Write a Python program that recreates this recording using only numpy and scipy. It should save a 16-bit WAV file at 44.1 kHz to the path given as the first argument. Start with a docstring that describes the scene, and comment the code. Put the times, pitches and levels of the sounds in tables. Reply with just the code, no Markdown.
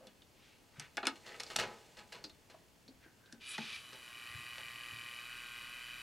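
"""A small room, a wooden automaton on a table, heard close and near mono over a steady room tone.
Handling rubs, knocks and scuffs the base and rings its modes; sliding parts squeak, metal parts tick.
At 3.4 s its three-pole motor starts: the free gears rasp and a dry bearing squeals. Under the load of
a rope it settles to a whirr of gear teeth, mesh lines and brush hiss, with clacks in step with the shaft.
A low hum joins as the rope falls."""
import sys
import numpy as np
from scipy import signal
from scipy.fft import rfft, irfft, next_fast_len
from scipy.io import wavfile
from scipy.ndimage import uniform_filter1d, map_coordinates

SR = 44100
rng = np.random.default_rng(int(sys.argv[2]) if len(sys.argv) > 2 else 0)


def wav_record(signal):
    """Record a signal, one row per channel, as 16-bit PCM in the file named by sys.argv[1]."""
    frames = np.transpose(np.atleast_2d(signal))
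    bounded = np.clip(frames, -1, 1)
    # unit amplitude maps onto the largest positive 16-bit level
    quanta = np.round(bounded * 32767).astype(np.int16)
    wavfile.write(sys.argv[1], SR, quanta)


N = 265482
TIME_S = np.arange(N) / SR


def amp(db):
    """Decibels to gain."""
    return 10 ** (np.asarray(db) / 20)


def unit(x):
    """Scale to rms 1."""
    return x / np.sqrt(np.mean(x ** 2) + 1e-20)


def along(points, hz):
    """Interpolate (Hz, value) points on a log axis."""
    f, v = np.transpose(points)
    return np.interp(np.log(hz + 1), np.log(f + 1), v)


def ramp(start_s, end_s):
    """Linear rise from 0 to 1."""
    return np.clip((TIME_S - start_s) / (end_s - start_s), 0, 1)


def wobble(rate_hz):
    """Smooth random curve, rate_hz knots a second."""
    return map_coordinates(rng.standard_normal(int(N * rate_hz / SR) + 4), [TIME_S * rate_hz])


def filtered(x, response):
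    """Apply a frequency response by FFT."""
    n = x.shape[-1]
    m = next_fast_len(n + SR // 4)
    return irfft(rfft(x, m) * response(np.fft.rfftfreq(m, 1 / SR)), m)[..., :n]


def body(modes, f):
    """Causal response of (Hz, width Hz, dB) resonances, alternating in sign."""
    return sum((-1) ** k * amp(db) * 1j * f * width / (hz * hz - f * f + 1j * f * width)
               for k, (hz, width, db) in enumerate(modes))


def above(f, edge_hz, order=4):
    """High-pass gain."""
    return 1 / np.sqrt(1 + (edge_hz / (f + 1)) ** (2 * order))


def below(f, edge_hz, order=4):
    """Low-pass gain."""
    return 1 / np.sqrt(1 + (f / edge_hz) ** (2 * order))


def band(f, hz, width_hz, order=1):
    """Band-pass gain; full width at half height."""
    return 1 / (1 + (2 * (f - hz) / width_hz) ** (2 * order))


def noise(response, size=N):
    """Coloured noise, rms 1."""
    return unit(filtered(rng.standard_normal(size), response))


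def add(track, start_s, sound):
    """Mix a sound into a track."""
    at = round(start_s * SR)
    sound = sound[max(-at, 0):]
    part = track[max(at, 0):][:len(sound)]
    part += sound[:len(part)]


# Room tone spectrum. Each row: frequency in Hz, relative density in dB.
AIR_SPECTRUM = [(12, -40), (20, -10.5), (107, -4.5), (176, -7), (254, -7), (570, -15.5), (843, -17.5),
                (1430, -21.5), (3220, -23), (3800, -28), (4500, -24), (7860, -27.5), (15800, -31)]

def room_tone():
    """Steady hiss over a slowly heaving rumble."""
    air = noise(lambda f: amp(along(AIR_SPECTRUM, f)))
    rumble = filtered(air, lambda f: below(f, 133))
    return amp(-67.5) * (air - rumble + rumble * amp(1.3 * wobble(6.4)))


# Low and high modes of the wooden base. Each row: frequency in Hz, width in Hz, gain in dB.
LOW_MODES = [(229, 17, 0.5), (366, 71, -5), (455, 34, 0), (670, 39, -1), (836, 40, 3.5), (976, 25, -3)]
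HIGH_MODES = [(1269, 50, 6.5), (1515, 34, 7), (1670, 58, 3), (1882, 82, 1.5), (2187, 51, 2), (2557, 100, 1),
              (2750, 43, 4), (2925, 75, 2), (3470, 77, 1.5), (4230, 120, 2)]

def through_wood(friction, ring_db=8.5):
    """Friction on the base: direct scrape plus the ring of the modes."""
    low = lambda f: sum(body([mode], f) for mode in LOW_MODES)
    high = lambda f: sum(body([mode], f) for mode in HIGH_MODES)
    return amp(-2.5) * filtered(friction, lambda f: 1 + (amp(ring_db) - 1) * (low(f) + amp(-7) * high(f)))


# Sliding friction spectrum. Each row: frequency in Hz, relative density in dB.
FRICTION_SPECTRUM = [(88, -14), (150, -8.5), (318, -13.5), (441, -6.5), (601, -1.5), (649, -9), (1030, -7),
                     (1430, -9.5), (1840, -8.5), (2180, -7), (7500, -10), (15000, -28)]

def rubbing(push_s=1.493, rise_db_per_s=32, fall_db_per_s=26):
    """Faint grainy rubbing swells to one firm push, eases, and ends as the motor starts."""
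    t = TIME_S - push_s
    pressure = amp(-69.5) + amp(-54 - np.maximum(-rise_db_per_s * t, fall_db_per_s * t))
    low = amp(-10) * noise(lambda f: amp(along(FRICTION_SPECTRUM, f)) * below(f, 920))
    grain = amp(-5.5 + 1.5 * wobble(200))
    high = grain * noise(lambda f: amp(along(FRICTION_SPECTRUM, f)) * above(f, 1300))
    return through_wood(pressure * (low + high)) * (1 - ramp(3.35, 3.45))


# Sliding parts. Each row: middle in seconds, length in seconds, level in dB, pitch in Hz, width in Hz.
SQUEAKS = [(0.032, 0.061, -59.5, 540, 80), (0.469, 0.15, -67, 2750, 1500), (0.772, 0.056, -65, 1660, 1300),
           (0.828, 0.051, -56.5, 1990, 1000), (1.305, .08, -56, 1950, 200), (1.311, 0.067, -62.5, 412, 60),
           (3.039, 0.02, -64.5, 2127, 600), (3.067, 0.073, -67.5, 1580, 160),
           (3.28, 0.13, -69.5, 1564, 110)]

def squeaks():
    """Husky friction swells and fades in one resonance of the sliding part."""
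    out, t = np.zeros(N), np.arange(SR // 2) / SR
    for middle_s, length_s, db, hz, width_hz in SQUEAKS:
        swell = np.exp(-2 * ((t - t.mean()) / length_s) ** 2)
        ring = noise(lambda f: body([(hz, width_hz, 0)], f) * below(f, 6300, order=2), len(t))
        add(out, middle_s - t.mean(), amp(db) * swell * ring)
    return out * amp(1.5 * wobble(150))


# Contact snap spectrum. Each row: frequency in Hz, relative density in dB.
SNAP_SPECTRUM = [(2060, -45.5), (3500, 1.5), (4060, -2), (5450, 2.5), (6210, -2), (6480, -4.5),
                 (8690, -8.5), (11300, -14), (15500, -58)]
# Hard contacts. Each row: start in seconds, level in dB, brightness in dB, ring t60 in seconds,
# pitch in Hz favoured by the spot struck.
CONTACTS = [(0.07, -63.5, 9, 0.16, 3340), (0.797, -52, 11.5, 0.16, 2190), (0.970, -36.5, -6, 0.072, 2300),
            (0.979, -38, -22, 0.048, 1600), (1.03, -40.5, -21, 0.11, 1300),
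            (1.054, -42.5, -2.5, 0.08, 2400), (1.0694, -28.5, -0.5, 0.073, 1230),
            (1.344, -50.5, -14, 0.048, 1300), (1.399, -45, 1, 0.074, 2200), (1.403, -43.5, 2.5, .04, 4200),
            (1.434, -50.5, 6, 0.038, 4200), (1.56, -31.5, -12, 0.026, 3460),
            (1.563, -34.5, 3.5, 0.038, 2650), (1.597, -39.5, -5, .07, 1250), (1.612, -45, -3, 0.037, 2700),
            (1.637, -41.5, -13, 0.065, 2180), (3.325, -58.5, 9, .06, 1620),
            (3.580, -37.5, -15, 0.023, 1970), (3.584, -38.5, -15, 0.025, 1750)]

def clicks(favour_db=11.5, snap_t60_s=0.027, crack_t60_s=0.0015, rise_s=0.00038):
    """A hard contact cracks, snaps and rings the base; a bright one moves the low modes less."""
    out, t = np.zeros(N), np.arange(SR // 3) / SR
    low_modes = lambda f: body(LOW_MODES, f) * above(f, 210) * below(f, 1600)
    high_modes = lambda f: (abs(body(HIGH_MODES, f)) + 0.2) * above(f, 950) * below(f, 4000)
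    snap_colour = lambda f: amp(along(SNAP_SPECTRUM, f))
    for start_s, db, bright_db, t60_s, hz in CONTACTS:
        knock_db = db - 0.5 - 0.28 * bright_db
        knock = noise(low_modes, len(t)) * amp(knock_db - 60 * t / (0.88 * t60_s))
        ring = noise(lambda f: high_modes(f) * amp(favour_db * band(f, hz, width_hz=460)), len(t))
        ring *= amp(db + 3.5 - 60 * t / t60_s)
        snap = noise(snap_colour, len(t)) * amp(db + bright_db + 1.5 - 60 * t / snap_t60_s)
        crack = noise(lambda f: snap_colour(f) * below(f, 9300, order=2), len(t))
        crack *= amp(-60 * t / crack_t60_s)
        crack = filtered(np.pad(crack, (32, 0)), lambda f: below(f, 12000, order=5))[:len(t)]
        crack_peak_db = 27.52 + 1.36 * db + 1.1 * bright_db  # strong, bright contacts crack most
        crack *= amp(crack_peak_db) / abs(crack).max()
        add(out, start_s, (knock + ring) * (1 - np.exp(-t / rise_s)) + snap + crack)
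    return filtered(out, lambda f: above(f, 180))


# Blows to the base. Each row: start in seconds, level in dB, pitch in Hz.
SOFT_BLOWS = [(0.07, -56, 195), (0.782, -47, 135), (1.565, -48, 200), (1.6, -51, 95), (2.246, -48, 300),
              (2.544, -46, 650), (2.886, -51, 260), (3.06, -56, 320), (3.331, -49, 235),
              (3.586, -38.5, 215), (4.296, -50.5, 105), (4.346, -43.5, 92), (4.92, -47.5, 110)]

def bumps(rise_cycles=0.5):
    """A soft blow moves one low, damped mode and a dull spread around it; higher ones die sooner."""
    out, t = np.zeros(N), np.arange(SR // 3) / SR
    for start_s, db, hz in SOFT_BLOWS:
        t60_s = 0.13 * below(hz, 393, order=2)
        mode = np.sin(2 * np.pi * hz * t + 0.4 * wobble(hz / 4)[:len(t)])
        spread = noise(lambda f: above(f, 0.75 * hz, order=3) * below(f, 1.6 * hz, order=3), len(t))
        envelope = amp(db + 3 - 60 * t / t60_s) * (1 - np.exp(-t * hz / rise_cycles))
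        add(out, start_s, (0.75 * mode + 0.35 * spread) * envelope)
    return out


# Metal parts. Each row: start in seconds, level in dB, pitch in Hz.
METAL_TICKS = [(0.220, -45.5, 3460), (1.465, -35, 4630), (2.241, -26.5, 4550), (2.296, -39.5, 4080),
               (2.879, -42, 4300), (3.26, -48, 3470)]

def ticks(t60_s=0.063):
    """Small metal parts ring in a cluster of close modes."""
    out, t = np.zeros(N), np.arange(SR // 8) / SR
    for start_s, db, hz in METAL_TICKS:
        ring = noise(lambda f: (band(f, hz, width_hz=900) + 0.18) * below(f, 6500), len(t))
        add(out, start_s, ring * amp(db - 13 - 60 * t / t60_s))
    return out


# Glancing contacts. Each row: start in seconds, level in dB, mid-band t60 in seconds.
GLANCES = [(1.156, -54.5, 0.082), (1.260, -53.5, 0.4), (1.501, -47, 0.17), (1.586, -35.5, 0.25),
           (1.969, -54, 0.11), (1.985, -55, 0.18), (2.121, -49.5, 0.26), (2.498, -58, 0.16),
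           (3.928, -50.5, 0.092), (4.579, -49, 0.058)]

def scuffs(rise_s=0.00099):
    """Glancing contacts scrape in grains that ring the wood; the treble dies first."""
    out, t = np.zeros(N), np.arange(SR // 2) / SR
    colour = lambda f: amp(along(FRICTION_SPECTRUM, f))
    for start_s, db, t60_s in GLANCES:
        decay_db = -60 * t / t60_s
        low = noise(lambda f: colour(f) * below(f, 2020), len(t)) * amp(-5.5 + decay_db / 1.83)
        mid = noise(lambda f: colour(f) * above(f, 1300) * below(f, 5200), len(t)) * amp(decay_db)
        high = noise(lambda f: colour(f) * above(f, 2800), len(t)) * amp(-4 + decay_db / 0.71)
        add(out, start_s, amp(db) * (low + mid + high) * (1 - np.exp(-t / rise_s)))
    return through_wood(out * amp(2.1 * wobble(350)))


def surges(turns, pole_db, uneven_db=0):
    """Gain of three surges a turn, one per pole; uneven_db makes one stronger."""
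    return amp(pole_db * np.cos(6 * np.pi * turns) + uneven_db * np.cos(2 * np.pi * turns))


def roughness(turns, fresh, points=900):
    """Contact noise that repeats every turn, except for a fresh share of its power."""
    worn = map_coordinates(rng.standard_normal(points), [turns % 1 * points], mode="grid-wrap")
    return np.sqrt(1 - fresh) * unit(worn) + np.sqrt(fresh) * rng.standard_normal(N)


# Gearbox resonances. Each row: frequency in Hz, width in Hz, gain in dB.
GEARBOX_MODES = [(1104, 75, -12.5), (1290, 167, -11.5), (1480, 62, -13.5), (1670, 240, -9.5),
                 (1890, 114, -13), (2020, 100, -7.5), (2378, 215, -3.5), (2543, 210, -5.5), (2973, 190, -9),
                 (2965, 210, -9), (3450, 310, -17), (3882, 134, -8.5), (4570, 740, -14),
                 (5930, 1300, -27.5)]

def gearbox(f):
    """Gearbox gain: sharp resonances, little below 1 kHz."""
    peaks = sum(amp(db) * band(f, hz, width_hz) for hz, width_hz, db in GEARBOX_MODES)
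    return (peaks + 0.02) * above(f, 1020, order=12)


def gears(turns, jolts, clacks, loaded, slack_db=-8.5):
    """Pole surges rattle the teeth, which ring the gearbox; its main resonance is weaker unloaded."""
    rattle = roughness(turns, fresh=0.75) * amp(0.5 * wobble(110))
    ring = unit(filtered(rattle, gearbox) * jolts)
    main_band = filtered(ring, lambda f: band(f, 2400, width_hz=1200, order=2))
    ring += main_band * (amp(slack_db * (1 - loaded)) - 1)
    clack_band = filtered(ring, lambda f: above(f, 2100, order=8) * below(f, 4400))
    ring += clack_band * (clacks ** 0.8 - 1)
    return amp(-61 + 9 * loaded) * ring


def drone(falling):
    """Dull midrange noise of the running motor."""
    return amp(-67.5 - 0.75 * falling) * noise(lambda f: above(f, 460, order=1) * below(f, 1630))


# Motor can resonances. Each row: frequency in Hz, width in Hz, gain in dB.
CAN_MODES = [(7160, 280, -2), (8490, 160, 1.5), (9970, 370, 0), (11640, 620, -2.5), (13100, 150, -9),
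             (13500, 160, -13)]

def brushes(turns, loaded, falling, whistle_drop_db=2.5):
    """Brushes hiss in the can, louder under load; one resonance fades as the rope falls."""
    can = lambda f: (abs(body(CAN_MODES, f)) + 0.22 * below(f, 9700)) * above(f, 2900)
    friction = roughness(turns, fresh=0.99) * surges(turns, pole_db=1.1, uneven_db=1.0)
    hiss = unit(filtered(friction, can))
    whistle = filtered(hiss, lambda f: band(f, 10100, width_hz=700, order=2))
    hiss += whistle * (amp(whistle_drop_db * (0.5 - falling)) - 1)
    return amp(-68.5 + 5.5 * loaded) * hiss


# Colour of loose teeth. Each row: frequency in Hz, gain in dB.
LOOSE_COLOUR = [(1100, 5), (2000, 4), (2400, 9), (3000, 8), (3450, 16.5), (3900, 11), (4600, 9.5),
                (5600, 15), (6500, 11.5), (7500, 12), (10000, 10), (11500, -10), (15500, -35)]
# Bouts of chatter. Each row: start in seconds, end in seconds, final level in dB, swell in dB per second.
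RASP_BOUTS = [(3.39, 3.554, -46.5, 89), (3.58, 3.763, -47, 31)]

def rasp(turns, loaded, spin_up, bite_s=0.008, fade_db_per_s=405):
    """Free gears chatter brightly in their play; each bout swells, then dies as the teeth catch."""
    strikes = roughness(turns, fresh=0.82) * surges(turns, pole_db=0.5, uneven_db=0.6)
    ring = filtered(strikes, lambda f: gearbox(f) * amp(along(LOOSE_COLOUR, f)))
    chatter = unit(ring * amp(1.5 * wobble(300)))
    gain = amp(-59.5) * (1 - loaded) * spin_up  # faint chatter until the load is taken up
    for start_s, end_s, db, swell_db_per_s in RASP_BOUTS:
        t = TIME_S - end_s
        drop_db = np.maximum(-swell_db_per_s * t, fade_db_per_s * t)
        gain += ramp(start_s, start_s + bite_s) * amp(db - drop_db)
    return gain * chatter


# Shaft and mesh lines. Each row: multiple of the shaft rate, then level in dB running free,
# with the rope rising, with the rope falling.
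MESH_LINES = [(3, -86, -77, -77), (24, -90, -82, -75), (27, -77, -68.5, -68.5), (30, -78, -65.5, -69),
              (31, -85, -77, -71), (36, -82, -74, -66), (39, -76, -73, -66), (42, -84, -71, -74),
              (48, -80, -63, -67), (51, -82, -66.5, -69), (60, -74, -61, -59.5), (61, -76, -68, -66),
              (63, -78, -66, -67), (72, -61, -70, -68), (73, -70, -74, -66), (76, -80, -65.5, -69),
              (84, -82, -78, -75), (96, -69, -72, -71), (99, -80, -72, -76), (144, -74, -77, -77)]

def mesh_whine(turns, throb, loaded, falling):
    """Shaft and gear mesh sing in lines: the low ones clean, the high ones throbbing."""
    out = np.zeros(N)
    for multiple, free_db, rise_db, fall_db in MESH_LINES:
        db = free_db + (rise_db - free_db) * loaded + (fall_db - rise_db) * falling + wobble(4)
        depth = np.interp(multiple, [45, 60], [0, 1])
        out += amp(db) * throb ** depth * np.sin(2 * np.pi * (multiple * turns + rng.random()))
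    return np.sqrt(2) * out


# Bearing resonances. Each row: frequency in Hz, width in Hz, gain in dB.
BEARING_MODES = [(6940, 250, -3.5), (8100, 300, -3), (9300, 400, -3.5), (10200, 370, 0.5),
                 (11600, 250, -18)]
# Squeals. Each row: middle in seconds, length in seconds, level in dB.
BEARING_SQUEALS = [(3.5, 0.02, -62), (3.512, 0.064, -52.5), (3.747, 0.14, -65.5)]

def bearing(turns):
    """The dry bearing sticks and slips with the pole surges and rings in its own resonances."""
    swells = sum(amp(db) * np.exp(-2 * ((TIME_S - middle_s) / length_s) ** 2)
                 for middle_s, length_s, db in BEARING_SQUEALS)
    ring = noise(lambda f: body(BEARING_MODES, f) * above(f, 6000))
    return swells * unit(ring * surges(turns, pole_db=-0.5) * amp(2.5 * wobble(500)))


# Runs of clacks. Each row: start in seconds, end in seconds, pole 0-2, strength in dB.
CLACK_RUNS = [(4.07, 4.2, 2, 4), (4.12, 4.5, 1, 4), (4.24, 4.49, 0, 4.5), (4.5, 5.2, 2, 6),
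              (4.75, 5.15, 0, 2.5), (5.26, 5.41, 1, 4), (5.45, 5.62, 2, 4)]

def clacking(turns, width_turns=0.09, fade_s=0.08):
    """Gain peaks: under load, one pole's surge makes the teeth clack on every turn."""
    gain = np.ones(N)
    fade_at = lambda s: ramp(s - fade_s / 2, s + fade_s / 2)
    for start_s, end_s, pole, db in CLACK_RUNS:
        run = fade_at(start_s) - fade_at(end_s)
        offset_turns = (turns - pole / 3 + 0.5) % 1 - 0.5
        gain += (amp(db) - 1) * run * np.exp(-(offset_turns / width_turns) ** 2)
    local_rms = np.sqrt(uniform_filter1d(gain ** 2, size=SR // 10))
    return gain / local_rms ** 0.7  # clacks gather a turn's energy without adding much


def hum(falling, hz=35):
    """A low, wavering hum joins as the rope falls."""
    return amp(-70 + wobble(4)) * falling * np.sin(2 * np.pi * np.cumsum(hz + wobble(5)) / SR)


# Shaft speed. Each row: time in seconds, turns per second.
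SHAFT_SPEED = [(3.4, 35.2), (3.48, 40.2), (3.58, 42.6), (3.75, 43.5), (3.84, 41.2), (4.03, 40.6),
               (4.13, 39.4), (4.55, 40.1), (4.66, 39.5), (5.17, 39.7), (5.27, 40.5), (5.59, 39.7),
               (5.76, 40.6), (6.02, 40.6)]

def motor(start_s=3.398):
    """The motor spins up, takes the load, then lets the rope fall; its shaft paces the mechanism."""
    shaft_hz = np.interp(TIME_S, *np.transpose(SHAFT_SPEED)) * (1 + 0.0008 * wobble(25))
    turns = np.cumsum(shaft_hz) / SR - 0.1
    running, loaded, falling = ramp(start_s, 3.412), ramp(3.66, 4.33), ramp(5.2, 5.3)
    spin_up = amp(-10 * (1 - ramp(start_s, start_s + 0.12)))
    jolts, clacks = surges(turns, pole_db=2.2), clacking(turns)
    whirr = gears(turns, jolts, clacks, loaded) + drone(falling) + brushes(turns, loaded, falling)
    chatter = rasp(turns, loaded, spin_up)
    whine = mesh_whine(turns, unit(jolts) * clacks, loaded, falling)
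    return hum(falling) + running * (spin_up * (whirr + whine) + chatter + bearing(turns))


# Room decay. Each row: frequency in Hz, t60 in seconds.
ROOM_DECAY = [(150, 0.37), (600, 0.28), (2000, 0.15), (6000, 0.11), (14000, 0.046)]

def walls(x, delay_s=0.006):
    """The small room answers, each frequency dying at its own rate."""
    hz, t, spectrum = signal.stft(rng.standard_normal(SR // 2), SR, nperseg=256)
    decay = amp(-60 * t / along(ROOM_DECAY, hz)[:, None])
    tail = signal.istft(spectrum * decay, SR, nperseg=256)[1]
    return signal.fftconvolve(np.pad(x, (round(delay_s * SR), 0)), tail / np.linalg.norm(tail))[:N]


# Stereo width of the reverb and of the room tone. Each row: frequency in Hz, side gain in dB.
REVERB_WIDTH = [(30, -17), (120, -21), (400, -21.5), (1500, -22.5), (4000, -18), (12000, -32)]
ROOM_TONE_WIDTH = [(50, -4.5), (200, -8), (1000, -2), (4000, -3), (9000, -11.5), (13000, -66)]

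def scene():
    """The automaton is near mono, the room tone wider; the bass leans left."""
    hits = clicks() + ticks() + bumps()
    slides = scuffs() + squeaks()
    whirr = motor()
    direct = hits + slides + whirr + rubbing()
    mid = direct + walls(amp(-12) * hits + amp(-8) * slides + amp(-16) * whirr) + room_tone()
    side_reverb = walls(amp(1) * hits + slides + amp(-5) * whirr)
    side = filtered(side_reverb, lambda f: amp(along(REVERB_WIDTH, f) - 2))
    side += filtered(room_tone(), lambda f: amp(along(ROOM_TONE_WIDTH, f)))
    lean = filtered(mid, lambda f: 0.01 + 0.5 * below(f, 86, order=2))
    return np.array([mid + side + lean, mid - side - lean])


def record(dry):
    """Brick-wall low-pass at 15850 Hz."""
    return filtered(dry, lambda f: f < 15850)


dry = scene()
out = record(dry)
wav_record(out)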